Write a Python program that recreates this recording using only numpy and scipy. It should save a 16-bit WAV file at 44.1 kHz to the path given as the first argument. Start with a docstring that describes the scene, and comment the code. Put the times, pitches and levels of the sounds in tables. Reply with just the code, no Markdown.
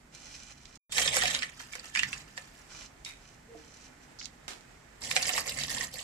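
"""First, hands rustle through dry rice beside a pot, over a soft hiss and a faint low rumble.
Then two big double handfuls slide into the simmering water, with stray falls and more scooping between.
Grains are showers of tiny pings and noise; clumps add a snap, spray, ringing bubbles and a hollow gulp.
Hands, ticks, bumps and a scrape are shaped noise; a wavering tone rings softly between the pours.
The pot and a small hard kitchen add echoes, and two unlike microphone ports hear it all close by."""
import sys
import numpy as np
from scipy import signal
from scipy.fft import rfft, irfft, next_fast_len
from scipy.io import wavfile
from scipy.ndimage import map_coordinates

SR = 44100
rng = np.random.default_rng(int(sys.argv[2]) if len(sys.argv) > 2 else 0)


def store_pcm(level_fs):
    """Save levels as 16-bit WAV."""
    pcm = np.round(np.clip(level_fs, -1, 1) * 32767).astype(np.int16)
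    wavfile.write(sys.argv[1], SR, np.atleast_2d(pcm).T)


N = 265923  # length of the scene in samples


CHURN_GROWS = 1.09  # dB of low churning per dB of flow
SPOTS = 4  # places on the water that sound at once


def pour(flow_db, tone, rate, spread_db, lumpy_db, churn_db, patter_db, spray_db, dulling_db_per_s):
    """Grains prick the water and free tiny bubbles: patter follows the flow, churning swells faster."""
    sounding = flow_db > -110
    flow_db = flow_db[sounding]
    n = len(flow_db)
    spots = [in_pot(grains(n, rate / SPOTS, cycles=3, spread_db=spread_db), echo_db=-2, t60=.03)
             for _ in range(SPOTS)]
    rain = unit(sum(spots))
    hiss = noise(n, alike=.2)  # bubbles too tiny to hear one by one
    lumps = amp(lumpy_db * wobble(90)[:n])
    loudest = flow_db.max()
    churn = loudest + CHURN_GROWS * (flow_db - loudest) + churn_db
    patter = flow_db + patter_db
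    # spray drifts in level: down for positive dulling, up for negative
    spray = flow_db + spray_db - dulling_db_per_s * np.arange(n) / SR
    # lowest Hz, highest Hz, level in dB, hiss in dB against the grains
    bands = [(300, 1550, churn, -17), (1550, 5000, patter, -18), (5000, 16000, spray, -8)]
    out = np.zeros((2, N))
    for lo, hi, db, hiss_db in bands:
        water = (rain + amp(hiss_db) * hiss) * lumps
        band = filtered(water, lambda hz: amp(along(tone, hz)) * (hz >= lo) * (hz < hi))
        out[:, sounding] += amp(db) * unit(band)
    return out


# Rice sliding off the hands, before each band's trim: t/s, level/dB
FIRST_POUR_FLOW = [(0.921, -41.5), (1.0, -29.5), (1.085, -32.5), (1.115, -38.5), (1.16, -28.5),
                   (1.245, -33.5), (1.35, -37.5), (1.405, -45), (1.445, -45), (1.5, -52)]
# Colour of the first load hitting the water: f/Hz, level/dB (per Hz)
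FIRST_POUR_TONE = [(250, -36), (350, -13), (510, -7), (780, -13), (900, -14), (1150, -7.5), (1450, -15),
                   (1850, 0), (3000, -3), (3700, 3.5), (5000, -7.5), (7600, -5.5), (11500, -18),
                   (15000, -31)]


def first_pour():
    """The first load of grains hits the water, its spray fading quickly."""
    return pour(curve(FIRST_POUR_FLOW), FIRST_POUR_TONE, rate=1800, spread_db=1.0, lumpy_db=2.9,
                churn_db=-11.0, patter_db=-4.0, spray_db=-1.0, dulling_db_per_s=10.5)


# Rice sliding off the hands, before each band's trim: t/s, level/dB
SECOND_POUR_FLOW = [(5.008, -52), (5.03, -43), (5.09, -43.5), (5.3, -37.5), (5.39, -34.5), (5.435, -49.5),
                    (5.485, -36.5), (5.53, -46.5), (5.6, -39.5), (5.675, -45.5), (5.715, -38),
                    (5.84, -39.5), (5.9, -59), (6.0, -42.5), (6.03, -53)]
# Colour of the second load hitting the water: f/Hz, level/dB (per Hz)
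SECOND_POUR_TONE = [(330, -13), (510, -4.5), (750, -4.5), (960, -9), (1150, -5), (1480, -16), (1950, -1),
                    (3300, -6.5), (4500, 1.5), (6400, -3), (7600, 1), (9000, -6), (13500, -17),
                    (15500, -23)]


def second_pour():
    """The second load comes in uneven slides, with grains of more varied size."""
    return pour(curve(SECOND_POUR_FLOW), SECOND_POUR_TONE, rate=1100, spread_db=3.5, lumpy_db=0.9,
                churn_db=-9.5, patter_db=-2.0, spray_db=0.46, dulling_db_per_s=1.1)


# Stray grains after the first pour, before each band's trim: start t/s, length t/s, level/dB
STRAY_SPRINKLES = [(1.59, 0.015, -45.5), (1.715, 0.056, -51), (1.83, 0.05, -52), (1.96, 0.22, -48),
                   (2.365, 0.032, -52.5)]
SPRINKLE_ATTACK_S, SPRINKLE_T60_S = 0.0088, 0.28
# Colour of the fizzing water: f/Hz, level/dB (per Hz)
FIZZING_TONE = [(400, -10), (780, -7), (1300, -0.5), (1900, -4), (2700, -5), (3700, -4), (5000, -1.5),
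                (7600, -4.5), (9500, -11), (15000, -21)]
FIZZ_START_S, FIZZ_END_S = 1.48, 2.7
FIZZ_FLOW_DB, FIZZ_FALL_DB_PER_S = -57.5, 5


def afterfall():
    """The sunken rice fizzes on, slowly dying, while stray grains sprinkle in."""
    t = np.arange(N) / SR
    fizz = amp(FIZZ_FLOW_DB - FIZZ_FALL_DB_PER_S * (t - FIZZ_START_S))
    flow = np.hypot(fizz, bursts(STRAY_SPRINKLES, SPRINKLE_ATTACK_S, SPRINKLE_T60_S))
    flow_db = np.where((t > FIZZ_START_S) & (t < FIZZ_END_S), 20 * np.log10(flow), -120)
    return pour(flow_db, FIZZING_TONE, rate=1400, spread_db=0.7, lumpy_db=-2.0,
                churn_db=-9, patter_db=-4.0, spray_db=-5.0, dulling_db_per_s=-3)


# Heavy clumps that push the pot's air:
# t/s, level/dB, starting bubble f/Hz, gulp level/dB and mist level/dB (both against the clump)
HEAVY_CLUMPS = [(0.922, -24.5, 3530, -49, -36), (0.982, -12.5, 2110, -31, -36),
                (0.987, -14.5, 1860, -32, -47), (1.168, -12, 1600, -31, -33),
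                (1.236, -16, 3370, -25.5, -36), (1.754, -27.5, 1570, -34, -33),
                (2.377, -25.5, 1730, -33, -55), (5.113, -17, 1940, -45, -34), (5.165, -8.5, 2396, -34, -55),
                (5.172, -17, 1950, -38, -40), (5.293, -18.5, 2060, -29, -29),
                (5.636, -17.5, 3670, -44, -55), (5.703, -27.5, 2040, -46, -23),
                (5.941, -26, 4770, -34, -29)]


def clumps():
    """Heavy clumps plunge in, gulp and spray."""
    out = np.zeros((2, N))
    for s, db, hz, gulp_db, mist_db in HEAVY_CLUMPS:
        sound = splash(hz, gulp_db, bubble_db=-30, froth_db=-55, spray_db=-27,
                       mist_db=mist_db, bubble_t60=0.018)
        add(out, s - LEAD_S, amp(db) * sound)
    return out


# Small pellets that each trap a bubble: t/s, level/dB, starting bubble f/Hz
PELLET_PLOPS = [(1.017, -23, 4510), (1.051, -26, 3770), (1.077, -16.5, 3580), (1.204, -30, 1990),
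                (1.221, -21, 1780), (1.256, -20.5, 2445), (1.28, -21, 4140), (1.309, -27, 3600),
                (1.349, -17.5, 3740), (1.39, -27, 4960), (1.423, -26, 2410), (1.431, -21.5, 1885),
                (1.734, -35, 2200), (1.796, -35, 4570), (1.951, -24.5, 2230), (1.959, -20.5, 1890),
                (1.973, -20, 2400), (1.993, -18, 2720), (2.033, -19, 1900), (2.13, -27, 2570),
                (5.228, -20, 4600), (5.255, -28, 2070), (5.379, -21, 1130), (5.587, -29.5, 2220),
                (5.783, -29.5, 3560), (5.809, -27.5, 1870)]


def pellets():
    """Small pellets mostly ring the bubble they trap."""
    out = np.zeros((2, N))
    for s, db, hz in PELLET_PLOPS:
        sound = splash(hz, gulp_db=-52, bubble_db=-22.5, froth_db=-30, spray_db=-25.0,
                       mist_db=-49, bubble_t60=0.013)
        add(out, s - LEAD_S, amp(db) * sound)
    return out


# Colour of the thrown spray: f/Hz, level/dB (per Hz)
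SPRAY_TONE = [(800, -98), (1700, -11.5), (4500, 6), (7700, 3), (10000, -9.5), (15000, -65)]
LEAD_S = 0.02  # loose grains land this long before the bulk


def splash(hz, gulp_db, bubble_db, froth_db, spray_db, mist_db, bubble_t60):
    """A lump of rice snaps on the surface, throws spray, traps bubbles and pushes the pot's air."""
    t = np.arange(SR // 10) / SR - LEAD_S
    since = np.maximum(t, 0)

    def wet(x):
        """Keep the middle of the spectrum, about 900 to 7800 Hz."""
        return filtered(x, lambda f: 1 / (1 + (f / 7800) ** 10) / (1 + (900 / (f + 1)) ** 6))

    # loose grains get denser until the bulk lands
    arrival = np.where(t < 0, amp(-15) * fade(np.abs(t), .045), 1)
    white = rng.standard_normal((2, len(t))) * arrival
    scatter = white[0] * (fade(since, 0.0039) + 0.04 * fade(since, 0.0088))
    spray = coloured(scatter, SPRAY_TONE)
    mist = coloured(scatter, [(7500, -18), (10000, 0), (15000, -9)])
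    snap = wet(bubbles(t, 1.5 * hz, 0, t60=.0015))
    bubble = wet(bubbles(t, hz, 0, t60=bubble_t60))
    # smaller short-lived bubbles follow, the later the weaker
    pitch, late = rng.random(size=(2, 12, 1))
    small_ones = bubbles(t, 1350 * 2.5 ** pitch, .014 * late ** 2, t60=0.012)
    froth = wet(np.sum(small_ones * amp(-16 * late), axis=0))
    gulp = filtered(white[1] * fade(since, 0.013), hollow)
    parts = [(spray, spray_db), (mist, mist_db), (bubble, bubble_db), (froth, froth_db), (gulp, gulp_db)]
    body = sum(amp(db) * unit(in_pot(sound, echo_db=-2.5, t60=0.033)) for sound, db in parts)
    return body + amp(1.5) * in_pot(snap, echo_db=-5, t60=.025)


def bubbles(t, hz, starts, t60):
    """Bubbles born at the given times ring and rise in pitch as they near the surface."""
    age = np.maximum(t - starts, 0)
    return np.sin(2 * np.pi * hz * age * (1 + 5 * age)) * fade(age, t60)


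# Resonances of the air in the pot: f/Hz, width f/Hz, level/dB
POT_AIR = [(512, 41, -0.5), (610, 41, -10), (736, 38, 2.5), (1130, 570, -12)]


def hollow(hz):
    """The air between the water and the pot's mouth resonates, with signs alternating by mode."""
    total = 0
    for k, (centre, width, db) in enumerate(POT_AIR):
        damping = 1j * hz * width
        total = total + (-1) ** k * amp(db) * damping / (centre ** 2 - hz ** 2 + damping)
    return total


# The pot's upper resonances, where a negative lift is a dip: f/Hz, width f/Hz, lift level/dB
POT_WALL = [(1750, 31, 7.5), (1833, 144, 5), (2120, 260, 3), (2340, 110, 2), (2710, 630, 4.5),
            (2970, 57, 5), (3160, 34, 9.5), (3564, 18, 6.5), (4060, 17, -20), (4540, 22, -10.5),
            (7680, 74, 3)]


def wall(hz):
    """Narrow resonances of the pot lift or dip whatever sounds inside it."""
    return amp(sum(db / (1 + (2 * (hz - centre) / width) ** 2) for centre, width, db in POT_WALL))


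# How much later the left port hears a spot on the water, in seconds
EARLIEST_LAG_S, LATEST_LAG_S = -0.00025, 0.0006


def in_pot(x, echo_db, t60):
    """A random spot is heard directly and by dense echoes off water and pot, unlike at each side."""
    t = np.arange(SR // 12) / SR
    build_up = 1 - np.exp(-t / 0.00093)
    echoes = unit(noise(len(t), alike=0.094) * fade(t, t60) * build_up) / np.sqrt(len(t))
    echoes *= amp(echo_db)
    lag = round(SR * (EARLIEST_LAG_S + (LATEST_LAG_S - EARLIEST_LAG_S) * rng.random() ** 2))
    # the direct sound reaches each side
    echoes[0, max(lag, 0)] += 1
    echoes[1, max(-lag, 0)] += 1
    return signal.fftconvolve(x[None], echoes, axes=1)[:, :len(x)] / np.hypot(1, amp(echo_db))


def grains(n, rate, cycles, spread_db):
    """Tiny damped pings of all pitches, rate a second, make a flat spectrum at rms 1."""
    count = max(int(min(rate, 9000) * n / SR), 1)
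    when, pitch, size, sign = rng.random((count, 4)).T[:, :, None]
    hz = np.geomspace(500, 15000, 512)[(pitch * 512).astype(int)]
    k = np.arange(SR // 150)
    turns = hz * k / SR
    # a few grains are much bigger than the rest
    size = hz * amp(-spread_db * np.log(1 - .985 * size)) * np.sign(sign - .5)
    pings = size * np.sin(2 * np.pi * turns) * np.exp(-turns / cycles)
    at = (when * n).astype(int) + k
    return unit(np.bincount(at.ravel(), pings.ravel(), n)[:n])


# A faint hollow ring: t/s, f/Hz, level/dB, rise t/s, t60 t/s
HOLLOW_RING = [(3.48, 458, -40.5, .045, .48), (3.547, 700, -45, .002, .07), (3.549, 307, -45, .008, .25)]


def ring():
    """Soft hollow tones swell, waver in pitch and die between the pours."""
    out, t = np.zeros((2, N)), np.arange(SR // 2) / SR
    for s, hz, db, rise, t60 in HOLLOW_RING:
        turns = np.cumsum(hz * (1 + .03 * wobble(150)[:len(t)])) / SR
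        shape = fade(t, t60) * (1 - np.exp(-t / rise))
        add(out, s, amp(db) * np.sin(2 * np.pi * turns) * shape)
    return out


# Strokes of the hands through dry rice: start t/s, length t/s, level/dB
HAND_STROKES = [(0.115, 0.4, -53), (0.54, 0.22, -61.5), (2.68, 0.17, -50), (3.18, 0.16, -61),
                (3.54, 0.2, -60.5), (3.73, 0.13, -56.5), (4.0, 0.039, -58.5)]
STROKE_ATTACK_S, STROKE_T60_S = 0.033, 0.13
# Colour of the dry rustle: f/Hz, level/dB (per Hz)
RUSTLE_TONE = [(400, -11), (1000, -10), (2300, -5), (3300, -5.5), (4500, -5.5), (5700, -1.5), (7800, -8),
               (9500, -16.5), (15000, -37)]


def digging():
    """Dry grains rub and click as the hands gather the next load."""
    clicks = in_pot(grains(N, rate=1800, cycles=0.41, spread_db=5.5), echo_db=2, t60=0.017)
    rustle = coloured(clicks + amp(-0.5) * noise(N, alike=0.042), RUSTLE_TONE)
    return bursts(HAND_STROKES, STROKE_ATTACK_S, STROKE_T60_S) * amp(1.4 * wobble(14)) * rustle


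# Dry ticks beside the pot: t/s, level/dB, centre f/Hz, t60 t/s
DRY_TICKS = [(0.652, -47, 4000, 0.053), (0.755, -46.5, 5800, 0.037), (3.047, -37.5, 5060, 0.069),
             (4.187, -49, 5100, 0.045), (4.213, -33.5, 2080, 0.018), (4.254, -36.5, 4770, 0.029),
             (4.492, -43, 6000, 0.025)]


def ticks():
    """Short dry knocks of gritty noise, each around its own pitch."""
    out = np.zeros((2, N))
    for s, db, hz, t60 in DRY_TICKS:
        add(out, s, amp(db) * struck(hz, 0.74, t60))
    return out


# Dull bumps beside the pot: t/s, level/dB, centre f/Hz, clink level/dB (over the bump)
DULL_BUMPS = [(3.06, -44, 3960, 0.5), (4.48, -37, 1440, -33)]
# What a bump sets ringing: f/Hz, width in octaves
CLINK_MODES = [(2240, 0.19), (3760, 0.031)]


def bumps():
    """Broad thuds of gritty noise, each with a clink of narrower bands."""
    out = np.zeros((2, N))
    for s, db, hz, clink_db in DULL_BUMPS:
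        clink = sum(struck(mode_hz, octaves, t60=0.24) for mode_hz, octaves in CLINK_MODES)
        add(out, s, amp(db) * (struck(hz, 2.5, t60=0.31) + amp(clink_db) * clink))
    return out


# One thin scrape: start t/s, length t/s, level/dB
THIN_SCRAPE = [(4.187, 0.062, -46.5)]


def scrape():
    """One short scrape of gritty noise in a narrow band."""
    return bursts(THIN_SCRAPE, attack_s=0.002, t60=0.032) * grit(N, 5040, 0.35)


def struck(hz, octaves, t60):
    """A knock starts almost at once and dies away as gritty noise."""
    t = np.arange(SR // 3) / SR
    return grit(len(t), hz, octaves) * fade(t, t60) * (1 - np.exp(-t / 0.00023))


def grit(n, hz, octaves):
    """Noise of randomly jumping strength sounds gritty; here in one band, at rms 1."""
    rough = noise(n, alike=0.017) * amp(11.3 * rng.standard_normal(n))

    def band(f):
        """A bell around hz, with less treble above about 8500 Hz."""
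        bell = np.exp(-.5 * (np.log2((f + 1) / hz) / octaves) ** 2)
        return bell / np.sqrt(1 + (f / 8500) ** 8)

    return unit(filtered(rough, band))


# How long echoes last at each pitch: f/Hz, t60 t/s
KITCHEN_ECHO = [(200, 0.39), (2000, 0.17), (10000, 0.1)]


def kitchen(x):
    """A small hard room; the treble dies first, and the moving hands keep changing the echoes."""
    out, hop = np.zeros((2, N)), SR // 20
    for start in range(0, N, hop):
        # each short slice gets a fresh tail of decaying noise
        hz, t, z = signal.stft(rng.standard_normal((2, SR // 3)), SR, nperseg=256)
        decay = amp(-60 * t / along(KITCHEN_ECHO, hz)[:, None])
        tail = signal.istft(z * decay, SR, nperseg=256)[1]
        tail = tail / np.linalg.norm(tail[0])
        add(out, start / SR, signal.fftconvolve(x[:, start:start + hop], tail, axes=1))
    return out


# Colour of the simmering: f/Hz, level/dB (per Hz)
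SIMMER_TONE = [(130, -1), (260, -5), (350, -2.5), (500, -6.5), (800, -7), (1200, -9.5), (1900, -8.5),
               (2800, -14.5), (3600, -18.5), (5500, -18.5), (7600, -18), (9500, -25.5), (15000, -33.5)]
SIMMER_START_DB, SIMMER_RISE_DB_PER_S = -59.5, 0.7756  # the hiss grows as the pot heats


def simmer():
    """Soft prickly hiss from all over the heated pot, mixing noise with sparse tiny pings."""
    level_db = SIMMER_START_DB + SIMMER_RISE_DB_PER_S * np.arange(N) / SR + wobble(11)
    spots = [in_pot(grains(N, rate=200, cycles=0.85, spread_db=1.5), echo_db=5.5, t60=0.082)
             for _ in range(SPOTS)]
    prickle = unit(sum(spots))
    hiss = amp(level_db) * coloured(noise(N, alike=0.078) + amp(-6) * prickle, SIMMER_TONE)
    return filtered(hiss, lambda hz: hz ** 2 / (hz ** 2 + 170 ** 2))


# Colour of the low rumble: f/Hz, level/dB (per Hz)
RUMBLE_TONE = [(15, -25), (25, 1.5), (43, 7), (87, 0), (107, -2.5), (140, 4), (173, -3.5), (251, -1),
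               (350, -15.5), (460, -39), (770, -120)]
# Swells as the hands move and each load goes in: start t/s, length t/s, level/dB (before the bass cut)
RUMBLE_SWELLS = [(0.93, 0.39, -47), (1.95, 0.14, -49), (4.19, 0.055, -57), (5.0, 0.44, -51.5),
                 (5.5, 0.33, -49.5)]
SWELL_ATTACK_S, SWELL_T60_S = 0.054, 1
SWELL_LOW_HZ = 53.3  # the swells have less deep bass than the steady rumble


def rumble():
    """Low noise, alike on both sides, rumbles steadily and swells now and then."""
    steady = amp(-60) * coloured(noise(N, alike=1.0), RUMBLE_TONE)
    swell = filtered(coloured(noise(N, alike=1.0), RUMBLE_TONE),
                     lambda hz: hz ** 2 / (hz ** 2 + SWELL_LOW_HZ ** 2))
    return steady + bursts(RUMBLE_SWELLS, SWELL_ATTACK_S, SWELL_T60_S) * swell


def amp(db):
    """Decibels to gain."""
    return 10 ** (np.asarray(db) / 20)


def unit(x):
    """Scale to rms 1."""
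    return x / np.sqrt(np.mean(x ** 2) + 1e-20)


def along(points, hz):
    """(Hz, value) points joined on a log axis."""
    f, v = np.transpose(points)
    return np.interp(np.log(hz + 1), np.log(f + 1), v)


def wobble(rate):
    """A smooth random curve, rate knots a second."""
    knots = rng.standard_normal(int(N * rate / SR) + 4)
    return map_coordinates(knots, [np.arange(N) * rate / SR])


def filtered(x, response):
    """Change the strength of each pitch in x by a response of frequency."""
    n = x.shape[-1]
    m = next_fast_len(n + 4096)  # spare room for the filter's tail
    return irfft(rfft(x, m) * response(np.fft.rfftfreq(m, 1 / SR)), m)[..., :n]


def coloured(x, spectrum):
    """x shaped by (Hz, dB) points, at rms 1."""
    return unit(filtered(x, lambda hz: amp(along(spectrum, hz))))


def fade(t, t60):
    """Exponential decay, down 60 dB after t60 seconds."""
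    return np.exp(-np.log(1000) * t / max(t60, 1e-4))


def noise(n, alike):
    """Stereo white noise with a share common to both sides."""
    a, b, common = rng.standard_normal((3, n))
    alike = np.clip(alike, 0, 1)
    return np.sqrt(1 - alike) * np.array([a, b]) + np.sqrt(alike) * common


def curve(rows):
    """An (s, dB) curve as one dB value per sample, silent outside its span."""
    s, db = np.transpose(rows)
    return np.interp(np.arange(N) / SR, s, db, -120, -120)


def bursts(rows, attack_s, t60):
    """Gain of (start, length, dB) gestures: each rises, holds and dies away."""
    t = np.arange(N) / SR
    gain = np.zeros(N)
    for s, length, db in rows:
        rise = np.clip((t - s) / attack_s, 0, 1)
        gain += amp(db) * rise * fade(np.maximum(t - s - length, 0), t60)
    return gain


def add(track, s, sound):
    """Mix a sound into the track at time s."""
    part = track[:, round(s * SR):][:, :sound.shape[-1]]
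    part += sound[..., :part.shape[1]]


# Colour difference of the two ports: f/Hz, left minus right level/dB
PORT_DIFFERENCE = [(150, 0), (450, -4.5), (700, -3), (1200, -2.5), (1900, -7.5), (3000, -3), (4500, -4.5),
                   (6500, -5.5), (7700, -11.5), (8800, 3.5), (10500, 4.5), (15000, 2)]


def scene():
    """Everything in and around the pot, heard by two ports of unlike colour."""
    water = first_pour() + afterfall() + second_pour() + clumps() + pellets()
    near = filtered(water, wall) + ring() + digging() + ticks() + bumps() + scrape()
    air = near + amp(-7.5) * kitchen(near) + simmer() + rumble()
    # half of the difference goes to each side
    return filtered(air, lambda hz: amp(np.outer([.5, -.5], along(PORT_DIFFERENCE, hz))))


MUTE_START_S, MUTE_END_S = 0.775, 0.895
TOP_HZ = 15500


def record(dry):
    """The sound drops out briefly before the first pour; nothing passes above the band limit."""
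    t = np.arange(N) / SR
    heard = (t < MUTE_START_S) | (t > MUTE_END_S)
    return filtered(dry * heard, lambda hz: hz < TOP_HZ)


dry = scene()
out = record(dry)
store_pcm(out)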